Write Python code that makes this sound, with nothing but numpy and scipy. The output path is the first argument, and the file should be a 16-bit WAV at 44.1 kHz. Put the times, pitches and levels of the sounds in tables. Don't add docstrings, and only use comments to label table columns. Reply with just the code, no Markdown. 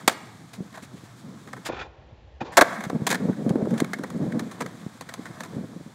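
import sys
import numpy as np
from scipy import signal
from scipy.fft import rfft, irfft
from scipy.io import wavfile
from scipy.ndimage import uniform_filter1d

SR = 44100
rng = np.random.default_rng(int(sys.argv[2]) if len(sys.argv) > 2 else 0)


def ratio(d):
    e = np.asarray(d, float) / 20
    return 10 ** e


def log_audio(samples):
    frames = np.atleast_2d(samples).T
    limited = np.clip(frames, -1, 1)
    pcm = np.round(limited * 32767).astype(np.int16)
    wavfile.write(sys.argv[1], SR, pcm)


N = 261954

# f/Hz, relative density/dB
PLAZA_SPECTRUM = [(30, -14.5), (120, 12), (400, -18), (1160, -11.5), (2230, -23.5), (3310, -20),
                  (4780, -25), (6720, -26.5), (15000, -44)]
# t/s, level/dB
BREEZE_LEVEL = [(0, -55.5), (1.6, -53), (2.3, -57.5), (2.8, -46.5), (3.4, -33), (3.9, -41.5), (4.5, -47),
                (5.1, -49), (5.94, -56)]
# peak t/s, rise/s, fall/s, level/dB; rise and fall each span GUST_SPAN_DB, 0.01 s at least
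WIND_GUSTS = [(.036, .025, 0.066, -39), (.17, 0.12, 0.097, -44), (.356, 0.05, 0.014, -42.5),
              (.416, 0.023, .09, -43), (.616, 0.05, 0.058, -33), (.836, 0.14, 0.023, -41.5),
              (.96, 0.073, 0.046, -37.5), (1.046, 0.046, .05, -46), (1.266, 0.14, 0.3, -40.5),
              (1.468, 0.089, .04, -42.5), (1.574, .1, 0.054, -40), (2.032, .07, .03, -50),
              (2.13, .025, 0.017, -46), (2.729, .09, 0.11, -35), (2.971, 0.15, 0.17, -23.5),
              (3.3, 0.25, 0.058, -22), (3.492, 0.11, 0.36, -20), (3.62, .1, 0.063, -19.5),
              (3.74, .07, 0.049, -22), (3.819, .03, 0.028, -20.5), (3.99, .15, 0.43, -33),
              (4.16, 0.03, 0.034, -29), (4.25, 0.11, .12, -21), (4.35, 0.072, 0.25, -24.5),
              (4.64, 0.063, 0.075, -30.5), (4.85, 0.27, .05, -43), (5.19, 0.028, 0.091, -37.5),
              (5.308, 0.048, 0.018, -35), (5.43, 0.066, 0.1, -34.5), (5.57, 0.12, 0.19, -30),
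              (5.811, 0.17, 0.019, -38), (5.871, 0.014, 0.086, -37.5)]
# t/s, level/dB, settled pitch f/Hz
WIND_BUFFETS = [(0.605, -20, 178), (1.036, -32, 156), (2.866, -22, 166), (2.931, -18, 243),
                (2.961, -17.5, 214), (3.019, -16, 167), (3.254, -15.5, 224), (3.288, -20, 364),
                (3.464, -12.5, 228), (3.508, -9.5, 191), (3.557, -10, 255), (3.625, -18, 161),
                (3.672, -16.5, 354), (3.738, -28, 212), (3.821, -9, 235), (3.995, -24, 260),
                (4.147, -23, 205), (4.244, -18, 184), (4.266, -19, 230), (4.864, -20.5, 174),
                (5.194, -28, 240), (5.536, -25, 190), (5.566, -19, 160), (5.611, -24.5, 198),
                (5.81, -28.5, 169), (5.862, -32, 181)]
# t/s, level/dB
RUMBLE_LEVEL = [(0, -38.5), (.11, -66), (.28, -55.5), (1.45, -57.5), (1.69, -52), (1.9, -57), (2.4, -59),
                (2.58, -41), (2.73, -27), (2.88, -52), (3.2, -47), (3.6, -51.5), (3.8, -39.5), (4.0, -50.5),
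                (4.57, -46), (5.03, -52.5), (5.4, -44.5), (5.66, -54.5), (5.94, -57.5)]
# f/Hz, relative density/dB
GRIT_SPECTRUM = [(500, 1), (1500, -1), (2300, 2.5), (3600, 1.5), (5200, -7), (7500, -4), (9000, -8),
                 (15000, -19)]
# f/Hz, width/Hz, level/dB
DECK_LOW_MODES = [(667, 117, 1), (1071, 170, -0.5), (1320, 81, -4)]
# f/Hz, width/Hz, level/dB
DECK_HIGH_MODES = [(1538, 386, 0.61), (1850, 330, 1.2), (2170, 116, -1.2)]
# f/Hz, width/Hz, level/dB
DECK_THUD_MODES = [(239, 140, -4.5), (516.5, 64, -3)]
# f/Hz, width/Hz, level/dB
TRUCK_MODES = [(3306, 122, -10), (3400, 110, 10.5), (4160, 130, -8), (4610, 110, 5.5), (6390, 190, -5),
               (7850, 210, 4)]
# f/Hz, width/Hz, level/dB
TAPE_MODES = [(1930, 430, -18), (2780, 220, 7), (3510, 350, -4.5), (4900, 340, -3), (7000, 420, -8)]
# start t/s, length/s, deck level/dB, rasp level/dB, grit level/dB
DRAGS = [(0.529, 0.033, -58, -60, -44), (0.722, 0.073, -49, -64, -52.5), (0.819, .03, -53, -58, -43.5),
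         (0.956, .12, -63, -62, -57), (1.648, 0.033, -34.5, -31, -34), (1.684, 0.06, -37, -34, -54),
         (1.741, 0.024, -40, -34, -57), (1.763, 0.019, -33, -32.5, -53), (1.788, 0.024, -43, -32.5, -58),
         (1.81, .022, -37.5, -29, -55.5), (1.839, 0.034, -46, -55, -56), (2.403, 0.016, -30, -28, -60),
         (2.443, 0.028, -38, -45, -45), (2.474, .02, -35.5, -48, -54), (2.501, 0.041, -41, -48, -51),
         (3.774, 0.028, -36, -51, -37)]
# t/s, level/dB, low modes/dB, crack/dB, rattle/ms
LIGHT_KNOCKS = [(0.773, -36, 1, -3, 15), (1.473, -38.5, -6, -6, 19), (1.5307, -27, 0.5, -1.5, 3.3),
                (1.5653, -30, -9, -13, 9.1), (2.8051, -23.5, -4, -7, 8.3), (2.838, -23, -8.5, -5, 16),
                (2.8978, -29.5, 5.5, -3.5, 2.5), (3.0899, -35.5, -6, 14, 10), (3.328, -34, -20, -19, 9.8),
                (3.4925, -33, -2, 5, 7.5), (3.555, -34.5, 3, -4, 1), (3.652, -44.5, 13.5, -5, 1.6),
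                (3.706, -32.5, -3, 0, 4), (3.738, -30.5, -12, -4, 4), (3.8014, -24.5, -3, 4.5, 1),
                (3.8446, -25, -7, -6.5, 2), (3.933, -13, -14, -7.5, 2), (3.9861, -28, -3.5, -4.5, 1),
                (4.0351, -24, -2.5, -8, 4.9), (4.1015, -36.5, 3, 4.5, 1.9), (4.321, -37, -14, -8, 5.1),
                (4.393, -30.5, 2, 3, 9.1), (4.512, -37, 0.5, 3.5, 14), (4.6046, -28.5, 1.5, 1, 7),
                (4.6183, -22.5, 0.5, -0.5, 1), (4.6606, -28, -6, -4, 1.8), (5.0092, -35, 1, 6, 9.9),
                (5.0888, -30.5, -9.5, -1.5, 12), (5.1385, -32.5, 4.5, 9.5, 0.87),
                (5.2551, -26.5, -8.5, -7, 11), (5.405, -32, -3, 1, 5.5), (5.434, -33, -2.5, 3, 26)]
# t/s, level/dB, low deck/dB, crack/dB, rattle/ms
BOARD_SLAMS = [(0.0772, -10.5, 3, 10, 2.43), (0.094, -28, -2, 6, 34.7), (1.687, -33, 5, -14, 9),
               (2.4074, -28, 2.5, -17, 18.3), (2.57, -1, -1.5, 0, 10.5), (2.5885, -8, 3.5, -9, 5.7),
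               (2.6103, 1, -1.5, -7.5, 10.2), (3.0668, -17, -3, 5.5, 11.4), (3.1026, -14, -11, 4, 4.8),
               (3.113, -16, -8, -1.5, 10), (3.1268, -16, -7, 0, 5.9), (3.144, -19, -10, -1.5, 11.5)]

SLOW_FROM_S, SLOW_TO_S = 1.690, 2.521
AIRBORNE_FROM_S, AIRBORNE_TO_S = 1.86, 2.41
PLAZA_DB = -48
ECHO_DB, ECHO_T60_S = -23, 0.77
GUST_SPAN_DB = 18
FLUTTER_AT_MINUS_30_DB, FLUTTER_DB_PER_WIND_DB, FLUTTER_WANDER_DB = -40, 1.2943, 1.5
PORT_HZ, PORT_Q = 205, 0.93
BUFFET_T60_S = 0.023
GRIT_AT_MINUS_50_DB, GRIT_DB_PER_RUMBLE_DB = -54, 0.41
SCRAPE_ATTACK_S, SCRAPE_SAG_DB, SCRAPE_T60_S = 0.0062, 3.5, 0.059
SLAM_T60_S, KNOCK_T60_S, BLOW_ATTACK_S = 0.038, 0.043, 0.0016
THUD_RE_LOW_DB, TRUCKS_RE_CRACK_DB = -3, -8


def heard_at():
    t = np.arange(N) / SR
    return t + np.clip(t - SLOW_FROM_S, 0, (SLOW_TO_S - SLOW_FROM_S) / 2)


def level(x, db):
    return x * ratio(db) / np.sqrt(np.mean(x ** 2))


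def curve(table):
    s, db = np.transpose(table)
    return np.interp(heard_at(), s, db)


def colour(x, table):
    hz, db = np.transpose(table)
    bins_hz = np.fft.rfftfreq(N, 1 / SR)
    gain = ratio(np.interp(np.log(bins_hz + 1), np.log(hz), db))
    return irfft(rfft(x) * gain / np.sqrt(np.mean(gain ** 2)), N)


def ring(x, modes):
    total, power = 0, 0
    for k, (hz, width_hz, db) in enumerate(modes):
        b, a = signal.iirpeak(hz, hz / width_hz, fs=SR)
        total = total + ratio(db) * (-1) ** k * signal.lfilter(b, a, x)
        power += ratio(db) ** 2 * np.pi * width_hz / SR
    return total / np.sqrt(power)


def walk(rate_hz):
    k = int(SR / rate_hz)
    held = np.repeat(rng.standard_normal(N // k + 1), k)
    return 1.2 * uniform_filter1d(uniform_filter1d(held, k), k)[:N]


def grains(spread_db):
    return level(rng.standard_normal(N) * ratio(spread_db * rng.exponential(size=N)), 0)


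def plaza():
    return level(colour(rng.standard_normal(N), PLAZA_SPECTRUM), PLAZA_DB) * ratio(walk(2.5))


def echo(x):
    t = np.arange(SR // 2) / SR
    tail = rng.standard_normal(len(t)) * ratio(-60 * t / ECHO_T60_S) * (t > .006)
    tail = signal.lfilter([1], [1, -.6], tail)
    return ratio(ECHO_DB) * signal.fftconvolve(x, tail / np.sqrt(np.sum(tail ** 2)))[:N]


def wind_db():
    power, t = ratio(curve(BREEZE_LEVEL)) ** 2, heard_at()
    for s, rise_s, fall_s, db in WIND_GUSTS:
        since = t - s
        spans = np.where(since < 0, -since / max(rise_s, .01), since / max(fall_s, .01))
        power = power + ratio(db - GUST_SPAN_DB * spans) ** 2
    return 10 * np.log10(power)


def wind():
    gust_db = wind_db()
    flutter_db = FLUTTER_AT_MINUS_30_DB + FLUTTER_DB_PER_WIND_DB * (gust_db + 30)
    flutter_db = flutter_db + FLUTTER_WANDER_DB * walk(14)
    eddies = ratio(3.26 * walk(70)) * rng.standard_normal(N)
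    b, a = signal.iirpeak(PORT_HZ, PORT_Q, fs=SR)
    body = eddies
    for _ in range(3):
        body = signal.lfilter(b, a, body)
    flutter = signal.sosfilt(signal.butter(2, [250, 480], "band", fs=SR, output="sos"), eddies)
    out = ratio(gust_db) * level(body, 0) + ratio(flutter_db) * level(flutter, 0)
    t = np.arange(SR // 16) / SR
    for s, db, hz in WIND_BUFFETS:
        start = np.searchsorted(heard_at(), s)
        swing = np.sin(2 * np.pi * hz * t * (1 + 0.29 * np.exp(-t / 0.0034)))
        envelope = ratio(db + 7.5 - 60 * t / BUFFET_T60_S) * (1 - np.exp(-t / 0.00071))
        out[start:start + len(t)] += envelope * swing
    return out


def rumble_and_grit():
    rumble_db = curve(RUMBLE_LEVEL)
    grounded = (heard_at() < AIRBORNE_FROM_S) | (heard_at() > AIRBORNE_TO_S)
    unevenness = ratio(2 * walk(40))
    rumble = ring(unevenness * grains(3.0), DECK_LOW_MODES)
    rumble = rumble + ratio(0.5) * ring(unevenness * grains(1.6), DECK_HIGH_MODES)
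    grit = colour(ratio(1.2 * walk(60)) * grains(1.5), GRIT_SPECTRUM)
    grit_db = GRIT_AT_MINUS_50_DB + GRIT_DB_PER_RUMBLE_DB * (rumble_db + 50)
    return ratio(rumble_db) * level(rumble, -3.5) + grounded * ratio(grit_db) * level(grit, -0.83)


def scrapes():
    gain, t = np.zeros((3, N)), heard_at()
    for s, length_s, *db in DRAGS:
        since = t - s
        fade_db = SCRAPE_SAG_DB * np.clip(since / length_s, 0, 1)
        fade_db = fade_db + 60 * np.maximum(since - length_s, 0) / SCRAPE_T60_S
        gain += np.clip(since / SCRAPE_ATTACK_S, 0, 1) * ratio(np.array(db)[:, None] - fade_db)
    deck_gain, rasp_gain, grit_gain = gain
    slip = ratio(3 * walk(120))
    tape = 0
    for hz, width_hz, db in TAPE_MODES:
        catch = ratio(db + 1.04 * walk(90) - 9.0)
        tape = tape + catch * ring(rasp_gain * slip * grains(0.95), [(hz, width_hz, 0)])
    deck = ring(deck_gain * slip * grains(3.3), DECK_THUD_MODES + DECK_LOW_MODES + DECK_HIGH_MODES)
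    grit = colour(grit_gain * slip * grains(1.2), GRIT_SPECTRUM)
    return ratio(4.0) * deck + tape + grit


def blows():
    thud, low, high, crack, tick, snap = np.zeros((6, N))
    t = np.arange(SR // 4) / SR
    rows = [(*row, SLAM_T60_S) for row in BOARD_SLAMS] + [(*row, KNOCK_T60_S) for row in LIGHT_KNOCKS]
    for s, db, low_db, crack_db, rattle_ms, t60_s in rows:
        slow = 2 if SLOW_FROM_S < s < SLOW_TO_S else 1
        after = np.maximum(t * slow - max(rattle_ms, 0) / 1000, 0)
        push = ratio(db - 8.5 - 60 * after / max(t60_s, .005))
        push *= np.minimum(t / BLOW_ATTACK_S, 1) * (1 + 2.05 * np.exp(-t / 0.0021))
        start = np.searchsorted(heard_at(), s)
        at = slice(start, start + len(t))
        tick[start] = ratio(db + 8.5)
        snap[start] = ratio(db + crack_db - 0.5)
        high[at] += push
        thud[at] += push * ratio(low_db + THUD_RE_LOW_DB)
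        low[at] += push * ratio(low_db)
        crack[at] += push * ratio(crack_db - 8) * (1 + 0.9 * np.exp(-t / 0.014))
    rattle = ratio(3.7 * walk(250))
    thud, low, high, crack = (drive * rattle * grains(1.5) for drive in (thud, low, high, crack))
    board = ring(thud, DECK_THUD_MODES) + ring(low, DECK_LOW_MODES) + ring(high + tick, DECK_HIGH_MODES)
    board = board + colour(crack + snap, GRIT_SPECTRUM)
    board = board + ratio(TRUCKS_RE_CRACK_DB) * ring(crack + snap, TRUCK_MODES)
    return signal.sosfilt(signal.butter(2, 320, "high", fs=SR, output="sos"), board)


def scene():
    board = blows() + scrapes()
    return (board + echo(board) + rumble_and_grit() + wind() + plaza())[None]


def top_cut(x):
    return signal.sosfilt(signal.butter(12, 16640, fs=SR, output="sos"), x)


def record(dry):
    x = signal.sosfilt(signal.butter(2, 130, "high", fs=SR, output="sos"), dry)
    x = x - 0.6 * signal.lfilter(*signal.iirpeak(2804, 2.48, fs=SR), x)
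    x = x / (1 + np.abs(x / 0.7) ** 6) ** (1 / 6)
    x = signal.sosfilt(signal.ellip(8, .2, 70, 15600, fs=SR, output="sos"), x)
    start = int(SLOW_FROM_S * SR)
    stop = start + int((SLOW_TO_S - SLOW_FROM_S) * SR / 2)
    stretched = signal.resample_poly(x, 2, 1, axis=1)[:, 2 * start:2 * stop]
    stretched = signal.sosfilt(signal.ellip(8, .2, 70, 7350, fs=SR, output="sos"), stretched)
    x = np.hstack([x[:, :start], stretched, x[:, stop:]])[:, :N]
    return top_cut(x)


dry = scene()
out = record(dry)
log_audio(out)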